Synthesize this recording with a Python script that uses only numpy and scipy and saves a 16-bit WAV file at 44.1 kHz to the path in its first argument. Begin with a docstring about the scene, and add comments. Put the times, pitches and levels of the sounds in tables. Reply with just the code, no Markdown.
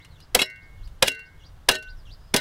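"""Shovel in wet soil

Close by, down in a pit, a two-bladed steel shovel is jabbed four times into hard wet soil. Each jab crunches
and thuds; the steel scrapes on, the blades clank together and ring while crumbs fall. Small birds chirp far
off, a low breeze brushes the microphone, and the limiter ducks after each blow."""
import sys
import numpy as np
from scipy import signal
from scipy.fft import rfft, irfft, next_fast_len
from scipy.io import wavfile
from scipy.ndimage import uniform_filter1d, map_coordinates

SR = 44100
rng = np.random.default_rng(int(sys.argv[2]) if len(sys.argv) > 2 else 0)


def wav_out(sig):
    """Save sig, one row per channel (or a flat mono array), as 16-bit PCM at SR to the path in sys.argv[1]."""
    wavfile.write(sys.argv[1], SR, np.round(np.clip(np.atleast_2d(sig).T, -1, 1) * 32767).astype(np.int16))


N = 106060
T = np.arange(24000) / SR  # seconds within one event


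def amp(db):
    """Decibels to gain."""
    return 10 ** (np.asarray(db) / 20)


def unit(x):
    """Scale to rms 1."""
    return x / np.sqrt(np.mean(x ** 2) + 1e-20)


def rise(attack_s):
    """A straight climb to full level."""
    return np.minimum(T / attack_s, 1)


def fade(t60_s, hold_s=0):
    """Full level for the hold time, then an exponential decay."""
    return np.exp(-np.log(1000) * np.maximum(T - hold_s, 0) / t60_s)


def add(out, start_s, x):
    """Mix x into out from start_s."""
    i = round(start_s * SR)
    x, i = x[max(-i, 0):], max(i, 0)
    out[i:i + len(x)] += x[:max(N - i, 0)]


def wobble(knots_per_s, size=len(T)):
    """A smooth random curve."""
    return map_coordinates(rng.standard_normal(1000), [np.arange(size) * knots_per_s / SR], mode="mirror")


def noise(spectrum, tilt_db=0, size=len(T)):
    """Noise of rms 1 with a spectrum, tilted by tilt_db per octave above 500 Hz."""
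    octave = np.log2(np.fft.rfftfreq(size, 1 / SR) + 1)
    hz, db = np.transpose(spectrum)
    gain = amp(np.interp(octave, np.log2(hz + 1), db) + tilt_db * np.maximum(octave, np.log2(500)))
    return unit(irfft(rfft(rng.standard_normal(size)) * gain, size))


def ring(modes, tilt_db=0, scatter_db=1):
    """Decaying modes whose levels vary from blow to blow."""
    out = np.zeros(len(T))
    for hz, db, t60_s in modes:
        level = amp(db + scatter_db * rng.normal() + tilt_db * np.log2(hz / 2000))
        out += level * fade(t60_s) * np.sin(2 * np.pi * (hz * T + rng.random()))
    return out


def echo(x, t60_s):
    """A diffuse tail of reflections."""
    tail = rng.standard_normal(len(T)) * fade(t60_s) * rise(0.0016)
    return signal.fftconvolve(x, tail / np.linalg.norm(tail))[:N]


# spectra of open air, far rumble and wind on the microphone: frequency_hz, relative_db
AIR_SPECTRUM = [(120, -30.5), (200, 1), (399, -4.5), (515, -4), (1590, -7), (2510, -17.5), (2850, -13),
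                (3360, -14), (6710, -23), (15500, -29)]
RUMBLE_SPECTRUM = [(20, -8.5), (50, -8), (85, -1.5), (125, -8), (165, -9.5), (200, -30.5), (300, -33.5),
                   (600, -54)]
GUST_SPECTRUM = [(12, -7.5), (28, 2.5), (48, -4), (75, -12.5), (130, -25.5), (300, -61)]
# the breeze rising and falling at the microphone: time_s, level_db
GUST_LEVELS = [(0.0, -42.5), (0.02, -68), (0.291, -54), (0.34, -42), (0.47, -64.5), (0.87, -36),
               (1.13, -62), (1.56, -43.5), (1.741, -61), (1.87, -41), (2.34, -44.5), (2.4, -62)]

def outdoors():
    """Steady air, a distant rumble and slow gusts of breeze on the microphone."""
    air = amp(-60) * noise(AIR_SPECTRUM, size=N)
    rumble = amp(-52.5 + 1.7 * wobble(17, N)) * noise(RUMBLE_SPECTRUM, size=N)
    gust_db = np.interp(np.arange(N) / SR, *np.transpose(GUST_LEVELS))
    return air + rumble + amp(gust_db) * noise(GUST_SPECTRUM, size=N)


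def whistle(hz, warble=0.032, rasp_db=3):
    """A bird's warbling, slightly raspy note, with an overtone on its low pitches."""
    phase = 2 * np.pi * np.cumsum(hz * (1 + warble * wobble(400))) / SR
    overtone = amp(-9) * (2800 / hz) ** 5 * np.sin(2 * phase)
    return (np.sin(phase) + overtone) * unit(amp(rasp_db * wobble(300)))


# one call, which dips, swoops up and falls away: time_s, pitch_hz, relative_db
CALL_SHAPE = [(0, 3510, -11), (0.019, 2950, -6), (0.041, 2750, -6.5), (0.057, 3700, -2.5),
              (0.073, 4800, 0.5), (.084, 4850, -2), (.1, 3900, -13.5), (.115, 3400, -21.5)]
# that bird calling far from the microphone: start_s, level_db, pitch_ratio, opening_gain_db
BIRD_CALLS = [(-.045, -57.5, 0.85, 2), (0.152, -56, 1, -2.5), (.56, -62.5, 0.99, -10),
              (0.777, -57, 1, -3.5), (1.188, -59.5, 1.02, -16.5), (1.39, -54.5, 1.02, 1.5),
              (1.828, -50, 0.99, -1), (2.052, -51, 0.98, 0.5)]
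# other distant birds: start_s, length_s, from_hz, to_hz, level_db
THIN_WHISTLES = [(.09, 0.087, 4560, 3340, -62), (1.959, .07, 5740, 4200, -61.5),
                 (2.15, 0.214, 5010, 4940, -67.5)]

def birds(opening_s=0.055):
    """One bird repeats its two-voiced swooping call, others whistle thinly; all echo in the trees."""
    out = np.zeros(N)
    time_s, hz, relative_db = np.transpose(CALL_SHAPE)
    for start_s, db, ratio, opening_db in BIRD_CALLS:
        shape_db = np.interp(T, time_s, relative_db, right=-120) + opening_db * (T < opening_s)
        pitch = ratio * np.interp(T, time_s, hz)
        voices = whistle(pitch) + amp(-9) * whistle(1.15 * pitch)
        add(out, start_s, amp(db + shape_db) * rise(0.0035) * voices)
    for start_s, length_s, from_hz, to_hz, db in THIN_WHISTLES:
        progress = rise(length_s)
        arch = np.sqrt(np.abs(np.sin(np.pi * progress)))
        add(out, start_s, amp(db) * arch * whistle(from_hz + (to_hz - from_hz) * progress))
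    return out + amp(-4) * echo(out, t60_s=0.13)


def swaying(modes, tilt_db=0, free_s=1, sway_hz=4, sway_db=2.1):
    """Long modes that waver as the shovel moves; pressure stops the high ones first."""
    out = np.zeros(len(T))
    for hz, db, t60_s in modes:
        pitch = hz + sway_hz * wobble(30)
        level = amp(db + tilt_db * np.log2(hz / 2000) + sway_db * wobble(30))
        pressed = fade(0.11, hold_s=free_s * (2000 / hz) ** 0.38)
        out += level * fade(t60_s) * pressed * np.sin(2 * np.pi * (np.cumsum(pitch) / SR + rng.random()))
    return out


# long modes of each blade and of the whole shovel flexing: pitch_hz, relative_db, t60_s
NEAR_MODES = [(1507, -2, 0.63), (2750, 1, 0.43), (3970, -26, 0.55), (4000, -23, .22), (4436, -33.5, 1.4),
              (5187, -35, .25), (5860, -36, 0.48)]
FAR_MODES = [(1597, -3.5, 0.67), (1825, -5.5, 0.6), (1925, -3, 0.48), (2077, 3, 0.47), (2186, -2.5, 0.74)]
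FLEX_MODES = [(446, -1, 0.39)]
# ringing in the pit, faint at the start and then after each jab:
# start_s, hum_db, near_db, near_tilt_db_per_octave, far_db, far_tilt_db_per_octave, free_s
BLADE_RINGS = [(0, -93, -87, 7, -60, 19.5, 0.035), (0.415, -65, -33, 7, -32.5, 15, 0.2),
               (1.076, -36.5, -26, 6.5, -37, -6, 0.19), (1.711, -38.5, -24.5, -0.5, -52, -20, 0.2),
               (2.362, -47, -30.5, -13, -31.5, 9, .2)]

def blades():
    """Both blades ring over a low hum; the soil presses the near blade and the hum still."""
    out = np.zeros(N)
    for start_s, hum_db, near_db, near_tilt_db, far_db, far_tilt_db, free_s in BLADE_RINGS:
        near = amp(near_db) * swaying(NEAR_MODES, near_tilt_db, free_s)
        far = amp(far_db) * swaying(FAR_MODES, far_tilt_db)
        hum = amp(hum_db) * swaying(FLEX_MODES, free_s=free_s)
        add(out, start_s, (near + far + hum) * rise(0.0016))
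    return out


def upper_modes(low_hz=2860, high_hz=12660, t60_s=0.1, count=28):
    """Many high plate modes; the point of contact decides which ones speak."""
    offset, strength = rng.random((2, count))
    hz = low_hz * (high_hz / low_hz) ** ((np.arange(count) + offset) / count)
    t = T[:len(T) // 4, None]
    decay = np.exp(-np.log(1000) * t / t60_s * np.sqrt(hz / low_hz))
    tones = np.sin(2 * np.pi * hz * t) * decay
    return np.pad(tones @ strength ** 2, (0, len(T) - len(t)))


# short modes of the steel while it touches the soil: pitch_hz, relative_db, t60_s
DAMPED_MODES = [(1828, -9, 0.09), (2080, -13, .08), (2794, 4, 0.033), (2917, -1.5, 0.089),
                (3337, 0.5, 0.039), (3876, -11.5, 0.083), (3903, -7, .09), (4210, -3.5, 0.063),
                (4940, -10, 0.08), (5430, -15, 0.12), (7550, -13, 0.057), (8230, -11.5, 0.035),
                (10300, -8.5, 0.021), (11680, -16.5, 0.066)]

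def steel(contact, ring_db, scatter_db=1):
    """A contact noise together with the short modes that it excites."""
    low, high = ring(DAMPED_MODES, scatter_db=scatter_db), upper_modes()
    body = low / np.linalg.norm(low) + amp(-5.5) * high / np.linalg.norm(high)
    return contact + amp(ring_db) * signal.fftconvolve(contact, body)[:len(T)]


# grit against steel, heard close: frequency_hz, relative_db
GRIT_SPECTRUM = [(100, -10), (500, 2.5), (1200, -1), (3000, 2.5), (5000, 1.5), (7000, -1.5), (10000, -3),
                 (15500, -16)]
# crumbs and drips falling in the pit: start_s, level_db
FALLING_CRUMBS = [(0.0469, -46.5), (0.202, -49.5), (0.4574, -39.5), (0.4993, -45), (0.5582, -54.5),
                  (0.8745, -53), (1.1164, -33.5), (1.1474, -43.5), (1.1921, -44.5), (1.7847, -44.5),
                  (1.825, -40.5)]

def crumbs():
    """Bits of soil tick against the steel."""
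    out = np.zeros(N)
    for start_s, db in FALLING_CRUMBS:
        tick = noise(GRIT_SPECTRUM, tilt_db=1) * rise(0.0011) * fade(0.039)
        add(out, start_s, amp(db) * steel(tick, ring_db=-4.5))
    return out


def grainy(spectrum, tilt_db, rough_db=0.5):
    """Noise whose level flickers slightly from grain to grain."""
    grain_db = rough_db * np.clip(wobble(1500), -2, 2)
    return unit(noise(spectrum, tilt_db) * amp(grain_db))


def rough_tone(hz):
    """A resonance whose pitch shakes as the soil gives way."""
    return np.sin(2 * np.pi * hz * T + 0.47 * wobble(200))


# spectra of the breaking crust and the crumbling clod: frequency_hz, relative_db
CRUNCH_SPECTRUM = [(60, -12), (250, -8.5), (600, -5.5), (1070, 1), (1350, -3), (1750, -2), (3300, 0),
                   (5200, -0.5), (7000, -7), (9500, -5), (15500, -21)]
CLOD_SPECTRUM = [(40, -3), (170, -5), (300, -5.5), (480, 0), (720, -4), (1100, -9), (2000, -7), (4000, -18),
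                 (12000, -29)]
# the shaft and packed ground: pitch_hz, relative_db, t60_s
SHAFT_MODES = [(146, -11.5, 0.26), (267.5, -4, 0.16), (382.2, 0, 0.16), (467.6, -2.5, 0.14),
               (625, -3.5, 0.18), (792, -5, 0.073), (1033, -6.5, 0.08)]
# blade meets the pit floor, close to the microphone:
# start_s, crunch_db, tilt_db_per_octave, thud_db, thud_hz, clod_db, shaft_db, clack_hz, clack_db
SOIL_JABS = [(0.3480, -4.5, 4, -4.5, 505.8, -13, -22.5, 3320, -17),
             (1.0244, -4.5, -0.46, -7, 538.4, -15, -30.5, 2434, -12),
             (1.6874, -4.5, 0, -20.5, 472, -14.5, -26.5, 1706, -9.5),
             (2.3400, -10.5, 0, -12.5, 233, -13.5, -18.5, 3296, -17.5)]

def jabs(lead_s=0.0028, swell_s=0.0082):
    """The edge touches and crushes the crust; the blade clacks and the ground thuds under it."""
    out = np.zeros(N)
    bite, swell = rise(0.0015), rise(swell_s)
    for start_s, crunch_db, tilt_db, thud_db, thud_hz, clod_db, shaft_db, clack_hz, clack_db in SOIL_JABS:
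        touch = noise(CLOD_SPECTRUM) * rise(lead_s) * fade(0.015, lead_s)
        crunch = grainy(CRUNCH_SPECTRUM, tilt_db) * bite * fade(0.025, hold_s=0.004)
        clod = noise(CLOD_SPECTRUM) * swell * fade(0.11, swell_s)
        ground = rough_tone(thud_hz) + amp(-5.5) * rough_tone(1.44 * thud_hz)
        thud = ground * swell * fade(0.032, swell_s)
        clack = rough_tone(clack_hz) * bite * fade(0.036, hold_s=0.004)
        add(out, start_s - lead_s, amp(crunch_db - 19.5) * touch)
        add(out, start_s, amp(crunch_db) * steel(crunch, ring_db=-15) + amp(clack_db) * clack)
        add(out, start_s, amp(clod_db) * clod + amp(thud_db) * thud)
        add(out, start_s, amp(shaft_db) * swell * ring(SHAFT_MODES))
    return out


def friction(tilt_db, grains_per_s=260, grain_share=0.65):
    """Sliding noise with separate sharp grains on top."""
    snaps = (rng.random(len(T)) < grains_per_s / SR) * rng.random(len(T))
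    bursts = unit(signal.fftconvolve(snaps, fade(0.006))[:len(T)])
    return unit(noise(GRIT_SPECTRUM, tilt_db) * (1 - grain_share + grain_share * bursts))


def wedged(contact, ring_db, count=22):
    """The soil's grip gives the blade new, quickly damped resonances at every scrape."""
    pitches = np.geomspace(1400, 12000, count) * np.exp(0.05 * rng.standard_normal(count))
    body = ring([(hz, 0, 0.05) for hz in pitches], tilt_db=1, scatter_db=3)
    ringing = signal.fftconvolve(contact, body / np.linalg.norm(body))[:len(T)]
    return unit(contact + amp(ring_db) * ringing)


# steel sliding into the pit floor: start_s, length_s, level_db, tilt_db_per_octave, ring_db
GRIT_SCRAPES = [(0.354, 0.031, -38.5, -1.5, -2.5), (0.387, 0.042, -21, -0.8, -3),
                (1.043, 0.0056, -23.5, -2.5, 6), (1.055, 0.026, -25.5, -3.5, 1),
                (1.696, .014, -26, -1.5, -3), (1.711, 0.013, -21, 2.5, -4), (1.726, 0.0343, -29.5, -4, 3.5),
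                (1.745, 0.011, -29, 0, -16), (2.363, 0.038, -26.5, -4, -8.5)]

def scrapes():
    """The blade scrapes deeper over sharp grains."""
    out = np.zeros(N)
    for start_s, length_s, db, tilt_db, ring_db in GRIT_SCRAPES:
        slide = wedged(friction(tilt_db), ring_db) * rise(0.0013) * fade(0.025, length_s)
        add(out, start_s, amp(db) * steel(slide, ring_db=-6.5, scatter_db=2.5))
    return out


# the shaft, heard close: start_s, level_db, centre_hz
SHAFT_KNOCKS = [(.392, -25, 260), (.4135, -27.5, 630), (1.079, -27, 330), (1.717, -27.5, 450),
                (1.747, -28, 620), (2.361, -24, 423)]

def knocks(falloff_db_per_octave=7):
    """The shaft knocks as the blade comes to rest; modes away from the centre pitch speak less."""
    out = np.zeros(N)
    for start_s, db, centre_hz in SHAFT_KNOCKS:
        modes = [(hz, mode_db - falloff_db_per_octave * abs(np.log2(hz / centre_hz)), t60_s)
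                 for hz, mode_db, t60_s in SHAFT_MODES]
        add(out, start_s, amp(db) * rise(0.0026) * ring(modes))
    return out


# the two blades striking each other: start_s, noise_db, tilt_db_per_octave, noise_t60_s, ring_db
BLADE_CLANKS = [(0.417, -13, -3.5, 0.059, -9), (1.0746, -15, 4.5, 0.026, -28),
                (1.0803, -5, 0, 0.023, -17.5), (2.3624, -6.5, 3, 0.045, -21)]

def clanks():
    """The two blades clank together: a gritty burst and a short ring."""
    out = np.zeros(N)
    for start_s, noise_db, tilt_db, t60_s, ring_db in BLADE_CLANKS:
        catch = steel(grainy(GRIT_SPECTRUM, tilt_db) * fade(t60_s), ring_db=-14.5)
        add(out, start_s, (amp(noise_db) * catch + amp(ring_db) * ring(DAMPED_MODES)) * rise(0.0015))
    return out


def scene():
    """One microphone by the shovel in its pit, with the outdoors behind it."""
    shovel = crumbs() + jabs() + scrapes() + knocks() + clanks()
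    pit_echo = amp(-18) * echo(shovel, t60_s=0.087)
    return (outdoors() + birds() + blades() + shovel + pit_echo)[None]


def record(dry):
    """A limiter ducks and recovers slowly; peaks that slip past are rounded off; the band ends steeply."""
    threshold_db, max_duck_db, recover_db_per_s, attack_s = -20, 6, 22.5, 0.0064
    ceiling, top_hz, edge_hz = 0.66, 16150, 600
    level_db = 10 * np.log10(np.abs(uniform_filter1d(dry[0] ** 2, size=128)) + 1e-12)
    over_db = np.clip(level_db - threshold_db, 0, max_duck_db)
    recovery_db = recover_db_per_s * np.arange(N) / SR
    held_db = np.maximum.accumulate(over_db + recovery_db) - recovery_db
    pole = np.exp(-1 / (attack_s * SR))
    duck_db = signal.lfilter([1 - pole], [1, -pole], held_db)
    rounded = ceiling * np.tanh(dry * amp(-duck_db) / ceiling)
    size = next_fast_len(N + SR // 2)
    hz = np.fft.rfftfreq(size, 1 / SR)
    lowpass = np.sin(np.pi / 2 * np.clip((top_hz - hz) / edge_hz, 0, 1)) ** 2
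    return irfft(rfft(rounded, size) * lowpass, size)[:, :N]


dry = scene()
out = record(dry)
wav_out(out)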